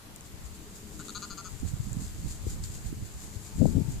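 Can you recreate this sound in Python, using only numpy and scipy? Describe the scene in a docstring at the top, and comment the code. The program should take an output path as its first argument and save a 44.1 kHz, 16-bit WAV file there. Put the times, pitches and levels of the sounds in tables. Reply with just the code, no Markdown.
"""Sheep in a windy pasture

A sheep gives one quiet, stuttering bleat, its vocal folds ringing throat and mouth in short bursts,
while the flock brushes through the grass and snaps dry stalks. Wind picks up and buffets the two
microphone ports in turn, with one hard gust near the end. Behind it are a steady hiss, a soft low
drone and the thin call of a far-off animal."""
import sys
import numpy as np
from scipy import signal
from scipy.fft import rfft, irfft
from scipy.io import wavfile
from scipy.ndimage import uniform_filter1d, map_coordinates

SR = 44100
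rng = np.random.default_rng(int(sys.argv[2]) if len(sys.argv) > 2 else 0)


def dump_mix(stems):
    """Bounce the given channels to the path in sys.argv[1] as a 16-bit WAV at rate SR."""
    frames = np.atleast_2d(stems).T  # one column per channel
    limited = np.clip(frames, -1, 1)  # hard clip at full scale
    pcm = np.round(limited * 32767).astype(np.int16)
    wavfile.write(sys.argv[1], SR, pcm)


N = 176400
T = np.arange(N) / SR

# The stutters of the bleat: (start [s], length [s], pitch [Hz], level [dB], resonance tuning [ratio],
# upward glide [fraction], mouth centre [Hz], mouth level [dB], roughness [0-1])
BLEAT_BURSTS = [(0.993, .030, 179, -43.5, 1.055, .12, 4160, -12, .6),
                (1.083, 0.028, 95.6, -42, 1.0, 0.0075, 4100, -1.5, 0.33),
                (1.1490, 0.033, 204.6, -37, 0.983, .02, 4250, -2.5, 0.33),
                (1.2210, 0.034, 200.6, -38, 0.98, 0.031, 4460, -4, 0.33),
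                (1.3008, .038, 196.8, -41, .995, -0.0076, 4500, -1.5, 0.3),
                (1.374, .040, 197, -40.5, 0.99, 0, 4570, -6.5, 0.37),
                (1.444, 0.041, 188, -42.5, 0.98, -0.021, 4680, -11, 0.4)]
def sheep():
    """The bleat sits left; the ground smears its treble and the field adds a faint tail."""
    right_db, ground_decay_s, field_t60_s = -7, 0.0024, 0.22
    voice = np.zeros(N)
    for start, *settings in BLEAT_BURSTS:
        add(voice, start, bleat_burst(*settings))
    treble = np.diff(voice, prepend=0)
    ground = amp(-14) * scatter(treble, ground_decay_s)
    field = amp(-12) * scatter(voice, field_t60_s / np.log(1000))
    return (voice + ground) * amp([[0], [right_db]]) + field


# Throat formants, plus the microphone's bright ring near 7 kHz, before each burst's tuning:
# (centre [Hz], width [Hz], gain [dB])
BLEAT_RESONANCES = [(220, 260, -11), (1010, 160, -13), (1240, 210, -2), (1400, 210, 0), (2460, 300, -18),
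                    (2900, 400, -21), (3460, 220, -14), (6650, 500, -2.5), (7300, 700, -13)]
def bleat_burst(length, pitch_hz, level_db, tuning, glide, mouth_hz, mouth_db, roughness):
    """A few snaps of the vocal folds, each with a puff of air, ring throat, mouth and microphone."""
    attack_s, release_s, sag_db, jitter = 0.0027, 0.0038, -6.5, 0.021
    mouth_split_hz, mouth_width_hz = 267, 360
    t = T[:SR // 10]
    cycles = np.cumsum(pitch_hz * (1 + jitter * drift(pitch_hz)[:len(t)])) / SR
    folds = np.diff(np.floor(cycles), prepend=-1)
    puffs = np.exp(-(cycles % 1)) * rng.standard_normal(len(t))
    attack = 1 - np.exp(-t / attack_s) / 2
    release = np.clip((length - t) / release_s, 0, 1)
    envelope = attack * release * amp(sag_db * t / length)
    drive = envelope * (unit(folds - folds.mean()) + roughness * unit(puffs))
    tuned = [(hz * tuning, width, db) for hz, width, db in BLEAT_RESONANCES]
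    mouth = [(mouth_hz + side * mouth_split_hz, mouth_width_hz, mouth_db) for side in (-1, 1)]
    voice = sum((-1) ** k * amp(db) * resonate(drive, hz, width)
                for k, (hz, width, db) in enumerate(tuned + mouth))
    speed = 1 + glide * (np.minimum(t / length, 1) - .5)  # bends pitch and resonances together
    voice = map_coordinates(voice, [np.cumsum(speed)], order=3)
    return amp(level_db) * unit(voice) * np.sqrt(length * SR / len(t))


# Hoof steps and swishes: (peak time [s], level [dB], attack [s], decay [s])
HOOF_STEPS = [(.26, -51, .02, .03), (.46, -49.5, 0.017, .025), (.56, -49, 0.022, 0.011),
              (.76, -47, 0.014, 0.046), (.95, -49.5, 0.045, .04), (1.0, -47, .015, 0.034),
              (1.05, -46.5, .01, 0.12), (1.26, -48.5, 0.24, 0.044), (1.53, -50, 0.14, 0.053),
              (1.6, -47.5, .015, 0.017), (1.685, -41, 0.02, 0.019), (1.85, -49.5, 0.11, 0.17),
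              (2.02, -43.5, 0.029, 0.078), (2.2, -51, 0.043, 0.085), (2.313, -41, 0.048, 0.044),
              (2.505, -41, 0.043, 0.046), (2.639, -40, 0.0065, 0.041), (2.75, -43.5, 0.047, 0.053),
              (2.87, -45.5, .03, .03), (3.07, -49, 0.044, 0.025), (3.24, -46, 0.085, 0.051),
              (3.36, -51, 0.099, .04), (3.47, -45.5, 0.058, 0.025), (3.595, -45.5, 0.043, 0.02),
              (3.675, -46, 0.072, 0.1), (3.92, -45, 0.045, 0.043)]
# EQ of the rustle: (frequency [Hz], gain [dB])
GRASS_EQ = [(200, -60), (1500, -12), (2900, -16.5), (4200, -8), (4900, -7.5), (5800, -10.5), (6600, -0.5),
            (7400, 1.5), (8000, -2), (8700, -10), (10200, -10.5), (12000, -15.5), (14500, -14)]
GRASS_RIGHT_DB = -3.5
def grass():
    """Each step brushes a swarm of blades that tick and hiss over a bed of grazing."""
    grazing_db, blades_per_s, spread_db = -54, 7000, 3
    power = amp(grazing_db) ** 2 * np.minimum(T, 1)
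    for time, db, attack, decay in HOOF_STEPS:
        power += (amp(db) * np.exp(-np.maximum((time - T) / attack, (T - time) / decay))) ** 2
    blades = rng.standard_normal((3, N)) * (rng.random((3, N)) < blades_per_s / SR)
    blades *= amp(spread_db * np.minimum(rng.exponential(1, (3, N)), 4))
    ticks = blades[:2] + 0.4 * blades[2]  # left and right, plus a shared centre
    eq = amp(read(GRASS_EQ, np.fft.rfftfreq(N, 1 / SR)))
    swish = unit(irfft(rfft(ticks) * eq, N))
    return swish * np.sqrt(power) * amp([[0], [GRASS_RIGHT_DB]])


# Stalks breaking: (time [s], peak [dB], brightness [dB], decay [s], pitch [Hz])
STALK_SNAPS = [(.1612, -25.5, -1, .0012, 7240), (.2087, -32, -23, 0.00057, 6960),
               (1.9303, -27.5, -20, 0.0015, 7440), (2.638, -31.5, -26, 0.0032, 4430),
               (2.638, -33, -26, .004, 7500), (3.228, -46, -14, .001, 7360)]
def stalks():
    """Dry stalks break with a tiny bright tick."""
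    out, t = np.zeros((2, N)), T[:SR // 30]
    for time, db, bright_db, decay_s, hz in STALK_SNAPS:
        for channel, side_db in zip(out, (0, GRASS_RIGHT_DB)):
            crack = np.diff(rng.standard_normal(len(t)), prepend=0) * np.exp(-t / decay_s)
            tick = resonate(crack, hz, width_hz=1300) + amp(bright_db) * crack / 2
            add(channel, time, amp(db + side_db) * tick / abs(tick).max())
    return out


# Wind pressure on each port: (time [s], level [dB])
GUSTS_LEFT = [(0, -53), (.25, -49.5), (.35, -41.5), (.6, -46.5), (1.42, -47.5), (1.58, -37), (1.66, -41),
              (1.8, -42.5), (2.2, -39.5), (2.6, -38), (2.8, -40), (3.0, -38.5), (3.26, -48), (3.37, -37.5),
              (3.48, -42), (3.57, -36), (3.615, -15.5), (3.68, -22), (3.715, -24.5), (3.76, -22.5),
              (3.81, -24), (3.85, -31), (4, -34.5)]
GUSTS_RIGHT = [(0, -68), (.35, -48), (1.0, -57), (1.59, -55), (1.628, -29), (1.69, -37.5), (1.74, -30.5),
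               (1.82, -38.5), (1.99, -30.5), (2.15, -41), (2.25, -32), (2.36, -43), (2.58, -33),
               (2.73, -41), (2.9, -32.5), (3.06, -37), (3.14, -39), (3.49, -54), (3.57, -35.5),
               (3.85, -41.5), (3.93, -30.5), (4, -32.5)]
def wind():
    """Lumpy turbulence, unrelated at the two ports, opens up in tone as it blows harder."""
    eddy_hz, eddy_at_db, octaves_per_db, rolloff_order = 106, -38, 0.0635, 2.77
    low_cut_hz, high_cut_hz, lump_db = 22, 634, 3.13
    ports = (GUSTS_LEFT, GUSTS_RIGHT)
    hz, t, spectra = noise_frames(size=1024)
    hz = hz[:, None] + 1
    band_loss = (1 + (low_cut_hz / hz) ** 2) * (1 + (hz / high_cut_hz) ** 10)
    for port, gusts in enumerate(ports):
        corner_hz = eddy_hz * 2 ** (octaves_per_db * (curve(gusts, t) - eddy_at_db))
        tone = 1 / np.sqrt((1 + (hz / corner_hz) ** (2 * rolloff_order)) * band_loss)
        spectra[port] *= tone / np.sqrt((tone ** 2).mean(0))
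    level_db = [curve(gusts, T) + lump_db * drift(rate_hz=25) for gusts in ports]
    return from_frames(spectra, size=1024) * amp(level_db)


# Single eddies thumping the ports: (time [s], level [dB], pitch [Hz], pan [0 left, 1 right])
EDDY_SLAPS = [(0.999, -27, 170, 0.4), (1.633, -24, 230, 1), (1.739, -17.5, 130, 0.97),
              (1.804, -17.5, 113, 0), (1.872, -23.5, 180, 0.9), (1.971, -18.5, 163, 0.9),
              (2.022, -24.5, 192, 0.8), (2.469, -22, 324, 0), (2.479, -18.5, 80.5, 0.23),
              (2.61, -25.5, 46, .5), (2.87, -23, 59, .8), (2.929, -23, 252, 1), (3.03, -25, 65, .4),
              (3.37, -27.5, 69.6, 0.2), (3.614, -7, 130, 0.1), (3.618, -19.5, 493, 0),
              (3.631, -15.5, 380, 0.04), (3.657, -13, 560, 0.01), (3.661, -13, 122, 0.04),
              (3.755, -11, 148, 0.23), (3.819, -14, 159, 0.08)]
def eddy_slaps():
    """A strong eddy gives one quick push and pull on a port."""
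    width_cycles = 0.44
    out = np.zeros((2, N))
    for time, db, hz, pan in EDDY_SLAPS:
        cycles = (T - time) * hz
        thump = np.exp(-(cycles / width_cycles) ** 2 / 2) * np.sin(2 * np.pi * cycles)
        out -= np.outer([1 - pan, pan], amp(db) * thump)
    return out


# EQ of the open air: (frequency [Hz], gain [dB])
AIR_EQ = [(20, -15), (60, -8), (125, -2), (200, -9.5), (300, -10.5), (430, -15.5), (600, -16), (950, -16.5),
          (1800, -20.5), (3300, -22.5), (5800, -24.5), (7500, -25.5), (8500, -25), (12000, -26.5),
          (14300, -27)]
# Its stereo image, narrow lows and wide highs: (frequency [Hz], left-right correlation [0-1])
AIR_CORRELATION = [(40, 0.89), (300, 0.49), (700, 0.12), (3000, 0.05), (14000, 0.041)]
def air():
    """Steady hiss over the soft rumble of the valley."""
    left_db, right_db, shimmer_db = -49.5, -50.5, 1
    hz, _, spectra = noise_frames(size=1024)
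    shared = read(AIR_CORRELATION, hz)[:, None]
    spectra[1] = shared * spectra[0] + np.sqrt(1 - shared ** 2) * spectra[1]
    shimmer = rng.standard_normal(spectra[0].shape)
    for axis in (0, 1):  # soft patches in frequency and time
        shimmer = uniform_filter1d(shimmer, size=14, axis=axis)
    spectra *= amp(read(AIR_EQ, hz)[:, None] + shimmer_db * unit(shimmer))
    return unit(from_frames(spectra, size=1024)) * amp([[left_db], [right_db]])


# Resonances of the drone: (centre [Hz], width [Hz], gain [dB])
DRONE_BANDS = [(207.5, 77, 0), (295.8, 46, -1.5), (410.7, 52, -6)]
# Its swell: (time [s], level [dB])
DRONE_SWELL = [(0, -61), (.55, -53), (.85, -47.5), (1.2, -49.5), (1.6, -56), (4, -55)]
def drone():
    """A fuzzy low drone swells early on, a little to the left."""
    noise = rng.standard_normal(N)
    hum = unit(sum(amp(db) * resonate(noise, hz, width) for hz, width, db in DRONE_BANDS))
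    return hum * amp(curve(DRONE_SWELL, T)) * amp([[0], [-3]])


# Contour of the distant call: (time [s], pitch [Hz], level [dB])
CALL_CONTOUR = [(3.46, 862, -69), (3.53, 898, -66.5), (3.7, 882, -65), (3.85, 887, -62.5), (3.95, 872, -68)]
def far_animal():
    """A far-off animal holds one thin, slightly wavering note."""
    times, hz, db = np.transpose(CALL_CONTOUR)
    pitch_hz = np.interp(T, times, hz) * (1 + .006 * drift(rate_hz=29))
    envelope = np.interp(T, times, amp(db), left=0, right=0)
    return np.sqrt(2) * envelope * np.sin(2 * np.pi * np.cumsum(pitch_hz) / SR)


def amp(db):
    """Decibels to gain."""
    return 10 ** (np.asarray(db) / 20)


def unit(x):
    """Scales to rms 1."""
    return x / np.sqrt(np.mean(x ** 2) + 1e-20)


def curve(points, t):
    """Reads an automation curve at times t."""
    return np.interp(t, *np.transpose(points))


def read(points, hz):
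    """Reads a table on a log-frequency axis."""
    f, value = np.transpose(points)
    return np.interp(np.log(hz + 1), np.log(f + 1), value)


def add(mix, start_s, sound):
    """Mixes a sound in at its cue."""
    part = mix[round(start_s * SR):][:len(sound)]
    part += sound[:len(part)]


def drift(rate_hz):
    """Smooth random modulation of rms 1."""
    lowpass = np.exp(-(np.fft.rfftfreq(N, 1 / SR) / rate_hz) ** 2)
    return unit(irfft(rfft(rng.standard_normal(N)) * lowpass, N))


def resonate(x, hz, width_hz):
    """A steep resonance of gain 1: one pole applied twice."""
    radius = np.exp(-np.pi * width_hz / SR)
    pole = radius * np.exp(2j * np.pi * hz / SR)
    return 2 * signal.lfilter([(1 - radius) ** 2], [1, -2 * pole, pole ** 2], x).real


def noise_frames(size):
    """Short-time spectra of two unrelated noises: Hz, s, channels x bins x frames."""
    return signal.stft(rng.standard_normal((2, N)), SR, nperseg=size, noverlap=size - size // 4)


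def from_frames(spectra, size):
    """Short-time spectra back to sound."""
    return signal.istft(spectra, SR, nperseg=size, noverlap=size - size // 4)[1][:, :N]


def scatter(x, decay_s):
    """Diffuse reflections of energy 1, different at each port."""
    t = T[:SR // 2]
    tail = rng.standard_normal((2, len(t))) * np.exp(-t / decay_s)
    tail /= np.linalg.norm(tail, axis=1, keepdims=True)
    return signal.fftconvolve(x[None], tail, axes=1)[:, :N]


def scene():
    """The full pasture mix."""
    return sheep() + grass() + stalks() + wind() + eddy_slaps() + air() + drone() + far_animal()


def record(dry):
    """A steep high cut takes off the very top."""
    high_cut = signal.firwin(601, cutoff=14550, window=("kaiser", 9), fs=SR)
    return signal.oaconvolve(dry, high_cut[None], "same")


dry = scene()
out = record(dry)
dump_mix(out)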